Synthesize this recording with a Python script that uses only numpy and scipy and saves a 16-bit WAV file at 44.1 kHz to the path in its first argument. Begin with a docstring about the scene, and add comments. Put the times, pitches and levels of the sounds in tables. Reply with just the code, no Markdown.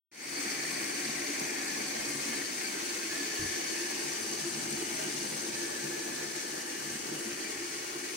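"""Fidget spinners on a table

Ten spinners run indoors and slowly wind down while a hand-held microphone moves over them.
Their dry ball bearings tick thousands of times a second, swaying with every turn: the steel hisses,
the plastic bodies ring, the table top drums. A soft low bump comes now and then."""
import sys
import numpy as np
from scipy import signal
from scipy.fft import rfft, irfft, next_fast_len
from scipy.io import wavfile
from scipy.ndimage import uniform_filter1d, map_coordinates

SR = 44100
rng = np.random.default_rng(int(sys.argv[2]) if len(sys.argv) > 2 else 0)


def master(y):
    """Save y as 16-bit WAV."""
    cut = np.clip(np.atleast_2d(y).T, -1, 1)
    pcm = np.round(cut * 32767)  # scale
    wavfile.write(sys.argv[1], SR, pcm.astype(np.int16))


N = 359856
TIME = np.arange(N) / SR
FFT_SIZE = next_fast_len(N + SR // 4, True)
FFT_HZ = np.fft.rfftfreq(FFT_SIZE, 1 / SR)


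def amp(db):
    return 10 ** (np.asarray(db) / 20)


def unit(x):
    return x / np.sqrt(np.mean(x ** 2) + 1e-20)


def along(points, hz):
    """Interpolate (Hz, value) points on a log axis."""
    point_hz, values = np.transpose(points)
    return np.interp(np.log(hz + 1), np.log(point_hz + 1), values)


def curves(rows):
    """One curve for each column after the time."""
    times, *columns = np.transpose(rows)
    return [np.interp(TIME, times, column) for column in columns]


def wobble(rate_hz):
    """A smooth random curve."""
    return map_coordinates(rng.standard_normal(int(N * rate_hz / SR) + 4), [TIME * rate_hz])


def swell(peak_s, half_s):
    """A Gaussian rise and fall."""
    out = np.zeros(N)
    near = slice(*np.searchsorted(TIME, [peak_s - 4 * half_s, peak_s + 4 * half_s]))
    out[near] = np.exp(-((TIME[near] - peak_s) / half_s) ** 2)
    return out


def modes(rows, low_hz, high_hz):
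    """Band-limited response of resonances with alternating signs."""
    f = FFT_HZ
    response = sum((-1) ** k * amp(db) * 1j * f * width / (hz * hz - f * f + 1j * f * width)
                   for k, (hz, width, db) in enumerate(rows))
    return response / np.sqrt((1 + (low_hz / (f + 1)) ** 8) * (1 + (f / high_hz) ** 8))


def colour(points):
    """Response of a broad spectrum."""
    return amp(along(points, FFT_HZ))


def steadied(x, window_s):
    """A bearing under constant load rings with nearly constant power."""
    power = uniform_filter1d(np.mean(x ** 2, axis=0), int(window_s * SR))
    return unit(x / np.sqrt(np.abs(power) + 0.34))


def shifting(x, depth_db, patch_bins):
    """Paths over the table add and cancel as the microphone moves: patches of colour come and go."""
    spectrum = signal.stft(x, nperseg=1024)[2]
    patches = rng.standard_normal(spectrum.shape[1:])
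    for _ in range(2):
        patches = uniform_filter1d(patches, size=patch_bins, axis=0)
        patches = uniform_filter1d(patches, size=50, axis=1)
    return unit(signal.istft(spectrum * amp(depth_db * unit(patches)), nperseg=1024)[1][:, :N])


def held_ring(hz, stray_rad=0.62):
    """An evenly driven resonance: a tone of slightly straying pitch."""
    return np.sin(2 * np.pi * (hz * TIME + rng.random()) + stray_rad * wobble(25))


# Likeness of the two microphone ports. Each row: frequency in Hz, coherence from 0 to 1.
COHERENCE = [(100, .98), (220, .9), (370, .88), (480, .45), (620, .72), (850, .62), (1100, .45), (1600, .6),
             (2000, .6), (3000, .42), (4500, .3), (9000, .15)]
# Phase between the ports. Each row: frequency in Hz, left lead in radians.
LEFT_LEAD = [(90, 0), (215, .6), (300, -.1), (410, -.45), (480, -2.4), (620, -3), (950, -3.1), (1400, -3.1),
             (1650, 0), (1850, .4), (2100, -.8), (2300, .3)]
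# Phase scatter from table reflections. Each row: frequency in Hz, spread in radians.
PHASE_SCATTER = [(450, 0), (900, .2), (1200, 1.2), (1800, .5), (2300, .5), (2600, 1.3), (3000, .8),
                 (5000, 2)]
# Port balance. Each row: frequency in Hz, left minus right in dB.
LEFT_EXCESS = [(200, 0.5), (600, 0.5), (2500, 1), (4000, 1.5), (6000, 3), (7200, 3.5), (8500, 7),
               (10000, 6.5), (11300, 9), (13000, -1.5), (15000, 5)]
def stereo(drives, response):
    """Filter two unrelated drives into stereo of rms 1, alike in the bass and apart in the treble."""
    angle = np.arccos(along(COHERENCE, FFT_HZ)) / 2
    mid, side = rfft(drives, FFT_SIZE) * response * [np.cos(angle), np.sin(angle)]
    knots_hz = np.arange(0, SR / 2, 170)
    scatter = np.interp(FFT_HZ, knots_hz, rng.standard_normal(len(knots_hz)))
    phase = along(LEFT_LEAD, FFT_HZ) + along(PHASE_SCATTER, FFT_HZ) * scatter
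    lean = amp(along(LEFT_EXCESS, FFT_HZ) / 2) * np.exp(0.5j * phase)
    return unit(irfft([(mid + side) * lean, (mid - side) / lean], FFT_SIZE)[:, :N])


def bearings(spinners, ticks_per_s, sway_db, scatter_db, flutter_db, slowing_per_s=0.035):
    """Ball ticks at two ports; each spinner leans on its bearing once a turn and slows down."""
    ticks = np.zeros((2, N))
    for spin_hz, start_turns in zip(np.linspace(11, 30, spinners), rng.random(spinners)):
        spin_hz *= rng.uniform(0.9, 1.1)
        tick_s = rng.uniform(0, (N - 1) / SR, int(ticks_per_s * N / SR))
        angle = 2 * np.pi * (start_turns + spin_hz * tick_s * (1 - slowing_per_s * tick_s / 2))
        size = amp(sway_db * np.cos(angle) + scatter_db * rng.standard_normal(len(tick_s)))
        for port in ticks:
            port += np.bincount((tick_s * SR).astype(int), size * rng.choice([-1, 1], len(tick_s)), N)
    bunching = wobble(13) + wobble(45)  # loose balls bunch up and spread out
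    return ticks * amp(flutter_db * bunching)


def drumming(response):
    """Bearing ticks drive low resonances at a steady level."""
    ticks = bearings(4, ticks_per_s=500, sway_db=3, scatter_db=2, flutter_db=1)
    return steadied(stereo(ticks, response), window_s=0.085)


# Table drumming under the microphone. Each row: time in seconds, level in dB.
TABLE_LEVELS = [(0.3, -55.5), (2.3, -52), (2.6, -55), (3.7, -55.5), (4.7, -50.5), (5.8, -52.5),
                (6.5, -55.5), (7.15, -52.5), (7.45, -58.5), (8.15, -60.5)]
def table_shaking_db(unrest_db=1.5, shudder_offset_db=-6):
    """The table shakes unevenly all the time, and harder in a shudder."""
    base = amp(curves(TABLE_LEVELS)[0] + unrest_db * wobble(9))
    shudder_power = sum((amp(upper_db + shudder_offset_db) * swell(s, SHUDDER_HALF_S)) ** 2
                        for s, _, upper_db in TABLE_SHUDDERS)
    return 10 * np.log10(base ** 2 + shudder_power)


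# Table top resonances. Each row: frequency in Hz, width in Hz, gain in dB.
TABLE_MODES = [(91.6, 3.7, -11.5), (151, 5.1, -1), (189.2, 11, -5.5), (225.6, 24, -0.5)]
def table_top(table_db):
    """The spinners shake the table, which drums."""
    return amp(table_db) * drumming(modes(TABLE_MODES, 90, 280))


# Lower and upper cap resonances. Each row: frequency in Hz, width in Hz, gain in dB.
LOWER_CAP_MODES = [(283.7, 12, 0)]
UPPER_CAP_MODES = [(314.7, 17, -3.5), (347.2, 18.5, 2), (389, 23, -8), (424, 18.6, -6), (457, 16, -10)]
# Cap rattle. Each row: time in seconds, lower ring in dB, upper ring in dB.
CAP_LEVELS = [(0.3, -51, -49.5), (1.2, -49, -47.5), (2.2, -48, -48), (2.8, -54.5, -48.5), (4.1, -53, -45),
              (4.3, -62, -46), (4.75, -49, -43), (5.5, -54.5, -47), (6.1, -54.5, -45), (6.6, -57, -47.5),
              (7.3, -52, -46.5), (8.15, -58.5, -49.5)]
def centre_caps(unrest_db=1.86, throb_db=2, throb_hz=8.7):
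    """The caps rattle on the table; the nearest spinner's wobble presses its cap down once a turn."""
    lower_db, upper_db = curves(CAP_LEVELS)
    upper_db += throb_db * np.cos(2 * np.pi * throb_hz * TIME + 1.4 * wobble(3))
    lower_db += unrest_db * wobble(20)
    upper_db += unrest_db * wobble(14)
    lower = amp(lower_db) * drumming(modes(LOWER_CAP_MODES, 220, 350))
    upper = amp(upper_db) * drumming(modes(UPPER_CAP_MODES, 280, 560))
    return lower + upper


# Plastic body resonances. Each row: frequency in Hz, width in Hz, gain in dB.
BODY_MODES = [(604.5, 17, -1), (735, 21, -3.5), (804, 25, -3), (872, 42, -5), (1294, 41, -8.5),
              (1440, 35, -2), (1574, 36, -1), (1776, 55, 0.5), (1877, 43, 2), (1980, 47, 1),
              (2132, 50, 2.5), (2263, 100, 1), (2416, 42, 2), (2552, 62, 1)]
# Nearness of the bodies. Each row: time in seconds, level in dB.
BODY_LEVELS = [(0.4, -43), (2, -42.5), (2.7, -44.5), (3.7, -44), (4.1, -43), (4.4, -48.5), (4.9, -45),
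               (5.5, -47), (6.9, -47.5), (7.5, -45.5), (8.15, -47)]
# Rolling balls. Each row: frequency in Hz, spectral density in dB.
RUMBLE_SPECTRUM = [(20, -15.5), (50, -13.5), (75, -19.5), (130, -10.5), (300, 2.5), (450, 2.5), (540, 1.5),
                   (760, 2.5), (1000, -1.5), (1400, -0.5), (2200, -14.5), (4000, -15.5)]
def plastic_bodies(table_db, fall_db_per_s=0.18):
    """Rolling balls ring the three-armed bodies; their rumble swells as the table shakes."""
    ring_ticks = bearings(5, ticks_per_s=500, sway_db=-1.5, scatter_db=3, flutter_db=0.5)
    ring = stereo(ring_ticks, modes(BODY_MODES, 410, 2700))
    rumble_ticks = bearings(5, ticks_per_s=600, sway_db=4, scatter_db=1, flutter_db=0.5)
    rumble = stereo(rumble_ticks, colour(RUMBLE_SPECTRUM))
    rumble_db = -45 - fall_db_per_s * TIME + 0.12 * (table_db - table_db.mean())
    ring = amp(curves(BODY_LEVELS)[0]) * shifting(ring, depth_db=0.75, patch_bins=2)
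    return ring + amp(rumble_db) * shifting(rumble, depth_db=1.5, patch_bins=2)


def flurries(per_s=110, fade_s=0.005):
    """Balls collide in flurries that start at once and fade: a control of rms 1."""
    hits = np.bincount(rng.integers(0, N, int(per_s * N / SR)), minlength=N)
    level = signal.lfilter([1], [1, -np.exp(-1 / (fade_s * SR))], hits)
    return unit(level - level.mean())


# Steel ticks and their finest fizz. Each row: frequency in Hz, spectral density in dB.
HISS_SPECTRUM = [(1500, -70), (2600, -4.5), (3300, -5), (3700, -5.5), (4000, -4.5), (4350, -2), (5250, -2),
                 (5800, 2), (6080, -2), (6360, 2.4), (6900, -2.5), (7600, -9), (10000, -22)]
FIZZ_SPECTRUM = [(5000, -48), (7200, -3), (8300, -3), (8900, -2), (9700, -4.5), (10400, -9), (11200, -9),
                 (12100, -18), (12950, -22), (13350, -24), (13900, -16.5), (15500, -15)]
# Hiss as the microphone nears and draws back. 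Each row: time in seconds, level in dB.
HISS_LEVELS = [(0.4, -40.5), (1.8, -40.5), (2.7, -40.5), (3.2, -39.5), (3.9, -40.5), (4.25, -41),
               (4.9, -40.5), (5.5, -40.5), (5.9, -42), (7, -43), (8.15, -43)]
def steel_hiss():
    """Steel on steel: dense sharp ticks, roughened by flurries."""
    hiss_db, = curves(HISS_LEVELS)
    fizz_db = -45 + 0.97 * (hiss_db - hiss_db.mean())
    hiss_ticks = bearings(10, ticks_per_s=1000, sway_db=2.5, scatter_db=2.5, flutter_db=0.3)
    hiss = stereo(hiss_ticks, colour(HISS_SPECTRUM))
    fizz_ticks = bearings(6, ticks_per_s=1400, sway_db=2, scatter_db=1.5, flutter_db=0.53)
    fizz = stereo(fizz_ticks, colour(FIZZ_SPECTRUM))
    hiss = amp(hiss_db) * shifting(hiss, depth_db=0.6, patch_bins=4)
    fizz = amp(fizz_db + 0.18 * wobble(7)) * shifting(fizz, depth_db=0.9, patch_bins=7)
    grit_db = 0.23 * wobble(30) + 0.38 * flurries()
    return amp(grit_db) * (hiss + fizz)


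# Ringing parts of single spinners. Each row: frequency in Hz, width in Hz, gain in dB.
RACE_MODES = [(4310, 130, -3.5), (4473, 48, 6.5), (4587, 56, 1.5), (4840, 130, -1)]
ZING_MODES = [(5820, 210, 0), (6350, 230, 1.5)]
DRONE_MODES = [(735, 20, 0)]
RASP_MODES = [(2820, 260, -1.8), (2990, 230, -0.2)]
SIZZLE_MODES = [(8000, 280, -5.5), (8420, 230, -1)]
HOLLOW_MODES = [(1083, 30, 0)]
WHINE_MODES = [(1580, 30, 0)]
BUZZ_MODES = [(477, 77, -5), (501.6, 25, 2.5)]
JANGLE_MODES = [(2066, 74, -1), (2194, 90, -2), (2353, 82, -0.2)]
PING_MODES = [(4590, 35, 0)]
HOOT_MODES = [(880, 28, 0)]
# Passes over spinners. Each row: closest time in seconds, half length in seconds, level in dB, part.
MICROPHONE_PASSES = [(0.5, 1, -45, "race"), (1.7, .5, -52.5, "race"), (2.4, .4, -52, "race"),
                     (3.54, 0.49, -47.5, "race"), (5.2, .45, -51, "race"), (7.1, .6, -53.5, "race"),
                     (1.3, 1.0, -47, "zing"), (3.6, 0.4, -47, "zing"), (4.35, .15, -49, "zing"),
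                     (5.1, 0.59, -48.5, "zing"), (6.1, .8, -51.5, "zing"), (1.1, .4, -54.5, "drone"),
                     (3.5, 0.2, -53.5, "drone"), (5.1, .2, -56, "drone"), (.7, 0.68, -56.5, "rasp"),
                     (2.35, .15, -56, "rasp"), (3.7, 0.57, -52.5, "rasp"), (5, 0.25, -51, "rasp"),
                     (7.24, 0.39, -52.5, "rasp"), (0.7, .7, -49, "sizzle"), (2.3, 0.21, -47.5, "sizzle"),
                     (5.04, 0.63, -47.5, "sizzle"), (6.7, .5, -53.5, "sizzle"), (0.73, 0.64, -54, "hollow"),
                     (3.24, 0.36, -52.5, "hollow"), (7.76, 0.2, -56, "hollow"), (3.07, 0.28, -54, "whine"),
                     (3.96, 0.31, -55, "whine"), (4.2, .2, -60, "whine"), (5.25, .25, -53, "whine"),
                     (6.8, 0.95, -55.5, "whine"), (0.66, 0.63, -46, "jangle"), (2.1, 0.41, -49, "jangle"),
                     (3.8, .35, -52, "jangle"), (5.1, .3, -56, "jangle"), (4.36, .13, -49.5, "ping"),
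                     (6.5, .5, -59, "ping"), (4.8, .3, -57.5, "hoot"), (6, .5, -57, "hoot"),
                     (2.15, 0.51, -55, "buzz"), (4, 0.4, -59, "buzz"), (6.16, 1, -54, "buzz")]
def single_spinners():
    """Each part rings at its own pitches, louder as the microphone passes over it."""
    parts = dict(race=RACE_MODES, zing=ZING_MODES, drone=DRONE_MODES, rasp=RASP_MODES,
                 sizzle=SIZZLE_MODES, hollow=HOLLOW_MODES, whine=WHINE_MODES, buzz=BUZZ_MODES,
                 jangle=JANGLE_MODES, ping=PING_MODES, hoot=HOOT_MODES)
    out = 0
    for part, rings in parts.items():
        ticks = bearings(3, ticks_per_s=1200, sway_db=4, scatter_db=4, flutter_db=0.83)
        power = sum(amp(db) ** 2 / (1 + ((TIME - s) / half_s) ** 2)
                    for s, half_s, db, name in MICROPHONE_PASSES if name == part)
        out += np.sqrt(power) * stereo(ticks, modes(rings, 0.61 * rings[0][0], 1.4 * rings[-1][0]))
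    return out


# Loose bearing resonances. Each row: frequency in Hz, width in Hz, gain in dB.
LOOSE_MODES = [(1718, 16, 0), (1767, 23, -0.5), (2000, 18, -8)]
# Spells of singing. Each row: start in seconds, hold in seconds, level in dB.
SINGING_SPELLS = [(0.35, 1.2, -52.5), (1.503, 0.25, -45.5), (2.3, 0.062, -47.5), (3.128, 0.22, -45),
                  (3.37, 0.18, -42.5), (3.62, .28, -46.5), (4.306, 0.26, -50), (5.574, 0.8, -47.5),
                  (6.25, 0.66, -50), (7.5, 0.14, -53)]
def loose_bearing(attack_s=0.099, release_s=0.12, idle_db=-57.5):
    """A loose bearing chatters into narrow resonances and sings a held note."""
    ticks = bearings(2, ticks_per_s=700, sway_db=1, scatter_db=1, flutter_db=0.5)
    chatter = stereo(ticks, modes(LOOSE_MODES, 1620, 2000))
    warped_s = TIME + 0.00027 * wobble(14)  # pitch wavers as the load shifts
    chatter = np.array([map_coordinates(port, [warped_s * SR]) for port in chatter])
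    song = amp(-1.6) * steadied(chatter, window_s=0.05) + amp(-3.5) * held_ring(LOOSE_MODES[0][0])
    spells = [amp(db) * np.interp(TIME - s, [-attack_s, 0, hold_s, hold_s + release_s], [0, 1, 1, 0])
              for s, hold_s, db in SINGING_SPELLS]
    return np.maximum(np.max(spells, axis=0), amp(idle_db)) * song


def rattles(pulses, rings, half_s):
    """Short pulses of ticks into one set of resonances."""
    ticks = bearings(2, ticks_per_s=1200, sway_db=1.5, scatter_db=2, flutter_db=0.5)
    ring = stereo(ticks, modes(rings, 0.95 * rings[0][0], 1.15 * rings[-1][0]))
    return sum(amp(db) * swell(s, half_s) for s, db in pulses) * steadied(ring, half_s)


# Race chatter. Each row: peak time in seconds, level in dB.
RACE_PULSES = [(0.363, -38), (0.465, -44), (0.503, -43), (0.622, -42), (0.775, -44), (0.797, -44),
               (0.895, -39), (1.052, -39), (1.11, -44), (1.68, -42), (3.82, -40), (5.22, -44)]
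def race_chatter():
    """A bearing race chatters in short pulses."""
    return rattles(RACE_PULSES, RACE_MODES, half_s=0.0062)


# Ball snaps. Each row: start in seconds, level in dB.
BALL_SNAPS = [(0.405, -34), (0.883, -39), (1.082, -39), (1.397, -29.5), (1.538, -39), (1.648, -38),
              (3.274, -37), (4.135, -33), (4.314, -34), (4.523, -39), (4.602, -38), (4.726, -30),
              (4.967, -35), (5.014, -37), (5.231, -35), (5.493, -38), (6.556, -39)]
# Colour of a snap. Each row: frequency in Hz, spectral density in dB.
SNAP_SPECTRUM = [(2500, -22), (5500, 5), (9000, 4), (11500, -9), (15500, -19)]
def ball_snaps(t60_s=0.021):
    """Single balls snap against their cage: bright ticks that die at once."""
    level, t = np.zeros(N + SR), np.arange(SR // 20) / SR
    for s, db in BALL_SNAPS:
        level[round(s * SR):][:len(t)] += amp(db - 60 * t / t60_s)
    return level[:N] * stereo(rng.standard_normal((2, N)), colour(SNAP_SPECTRUM))


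def ringing_out(rows, pitches_hz, half_s):
    """Resonances swell and fade together, each with its own strength."""
    return sum(held_ring(hz) * sum(amp(levels_db[k]) * swell(s, half_s) for s, *levels_db in rows)
               for k, hz in enumerate(pitches_hz))


# Cap bursts. Each row: peak time in seconds, lower ring in dB, upper ring in dB.
CAP_BURSTS = [(0.46, -44, -44), (0.99, -43.5, -44), (1.22, -56, -38), (1.3, -39, -47), (1.59, -39, -59),
              (1.91, -43, -54), (2.12, -40.5, -42), (2.43, -43, -58), (2.9, -60, -42), (3.22, -39, -47),
              (3.58, -60, -40), (3.83, -60, -39), (4.06, -60, -42), (4.15, -60, -37.5), (4.47, -54, -34.5),
              (4.68, -58, -42), (4.79, -61, -42), (4.89, -53, -42), (5.09, -48, -36.5), (5.63, -62, -37),
              (5.9, -60, -38), (7.3, -54, -38), (7.64, -46, -37), (8.03, -50, -41)]
def cap_bursts():
    """A rattling cap rings out for a moment."""
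    return ringing_out(CAP_BURSTS, [LOWER_CAP_MODES[0][0], UPPER_CAP_MODES[1][0]], half_s=0.024)


SHUDDER_HALF_S = 0.028
# Table shudders. Each row: peak time in seconds, lower note in dB, upper note in dB.
TABLE_SHUDDERS = [(0.48, -56, -47), (0.84, -54, -43), (1.08, -56, -42), (1.42, -51, -40), (1.8, -54, -40.5),
                  (1.98, -55, -44), (2.14, -47, -46), (2.3, -57, -45.5), (3.44, -47, -56), (4.44, -47, -58),
                  (4.58, -49, -44), (4.73, -44, -47), (5.05, -58, -46), (5.33, -55, -47), (5.85, -48, -47),
                  (6.11, -52.5, -48), (6.95, -47, -54), (7.14, -47, -52), (7.28, -60, -46)]
def table_shudders():
    """The table shudders on two notes when the spinners' wobbles fall into step."""
    return ringing_out(TABLE_SHUDDERS, [TABLE_MODES[1][0], TABLE_MODES[3][0]], SHUDDER_HALF_S)


# Body judders. Each row: peak time in seconds, level in dB.
BODY_JUDDERS = [(1.98, -46), (3.76, -57), (5.0, -45), (6.07, -51)]
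# Judder resonances. Each row: frequency in Hz, width in Hz, gain in dB.
JUDDER_MODES = [(533, 68, -8), (635, 34, 5), (765, 50, -3)]
def body_judders():
    """A wobbling body judders against the table."""
    return rattles(BODY_JUDDERS, JUDDER_MODES, half_s=0.035)


# A bearing catches. Each row: peak time in seconds, half length in seconds, level in dB.
BALL_SCRAPES = [(2.656, 0.026, -40), (7.462, .02, -46)]
# Scrape resonances. Each row: frequency in Hz, width in Hz, gain in dB.
SCRAPE_MODES = [(2317, 64, -1), (4500, 120, -7), (4690, 100, -6)]
def ball_scrapes():
    """A ball drags on its race for a moment."""
    drag = sum(amp(db) * swell(s, half_s) for s, half_s, db in BALL_SCRAPES)
    return drag * stereo(rng.standard_normal((2, N)), modes(SCRAPE_MODES, 1900, 5500))


# Soft bumps. Each row: start in seconds, gain in dB.
SOFT_BUMPS = [(3.394, -34.5), (3.437, -47), (4.19, -54), (6.88, -52), (7.0, -57), (7.57, -55), (7.93, -56)]
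# Partials of a thud. Each row: frequency in Hz, level in dB, T60 in seconds.
THUD_PARTIALS = [(36, -15, .3), (50, -13, 0.3), (66, -10, .3), (95.6, -3, 0.3), (121, -3, 0.12)]
def bumps(attack_s=0.0082):
    """Soft low thuds that reach both ports alike."""
    out, t = np.zeros(N + SR), np.arange(SR // 2) / SR
    thud = sum(amp(db - 60 * t / t60_s) * np.sin(2 * np.pi * hz * t) for hz, db, t60_s in THUD_PARTIALS)
    thud *= 1 - np.exp(-t / attack_s)
    for s, db in SOFT_BUMPS:
        out[round(s * SR):][:len(t)] += amp(db) * thud
    return out[:N]


# Room decay. Each row: frequency in Hz, T60 in seconds.
ROOM_T60 = [(200, 0.18), (2000, 0.25), (12000, 0.1)]
def room(x, positions=24):
    """A short diffuse tail that changes as the microphone moves from place to place."""
    hz, t, noise = signal.stft(rng.standard_normal((positions, 2, SR // 3)), SR, nperseg=256)
    decay = amp(-60 * t / along(ROOM_T60, hz)[:, None])
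    tails = signal.istft(noise * decay, SR, nperseg=256)[1]
    out = np.zeros((2, N + SR))
    for tail, span in zip(tails, np.array_split(np.arange(N), positions)):
        wet = signal.fftconvolve(x[:, span], tail / np.linalg.norm(tail[0]), axes=1)
        out[:, span[0]:span[0] + wet.shape[1]] += wet
    return out[:, :N]


def scene():
    """The whir of the spinners in the room, over the drumming table."""
    table_db = table_shaking_db()
    whir = plastic_bodies(table_db) + steel_hiss() + ball_scrapes() + ball_snaps()
    whir += race_chatter() + body_judders()
    hum = table_shudders() + cap_bursts()
    reverb = amp(-9) * room(whir)
    singing = loose_bearing() + single_spinners()
    return whir + reverb + singing + centre_caps() + table_top(table_db) + hum + bumps()


def record(dry, top_hz=15790):
    """Fade in and cut the highest treble."""
    fade = np.interp(TIME, [0.114, 0.116, 0.4], [0, 0.06, 1])
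    return irfft(rfft(dry * fade, FFT_SIZE) * (FFT_HZ < top_hz), FFT_SIZE)[:, :N]


dry = scene()
out = record(dry)
master(out)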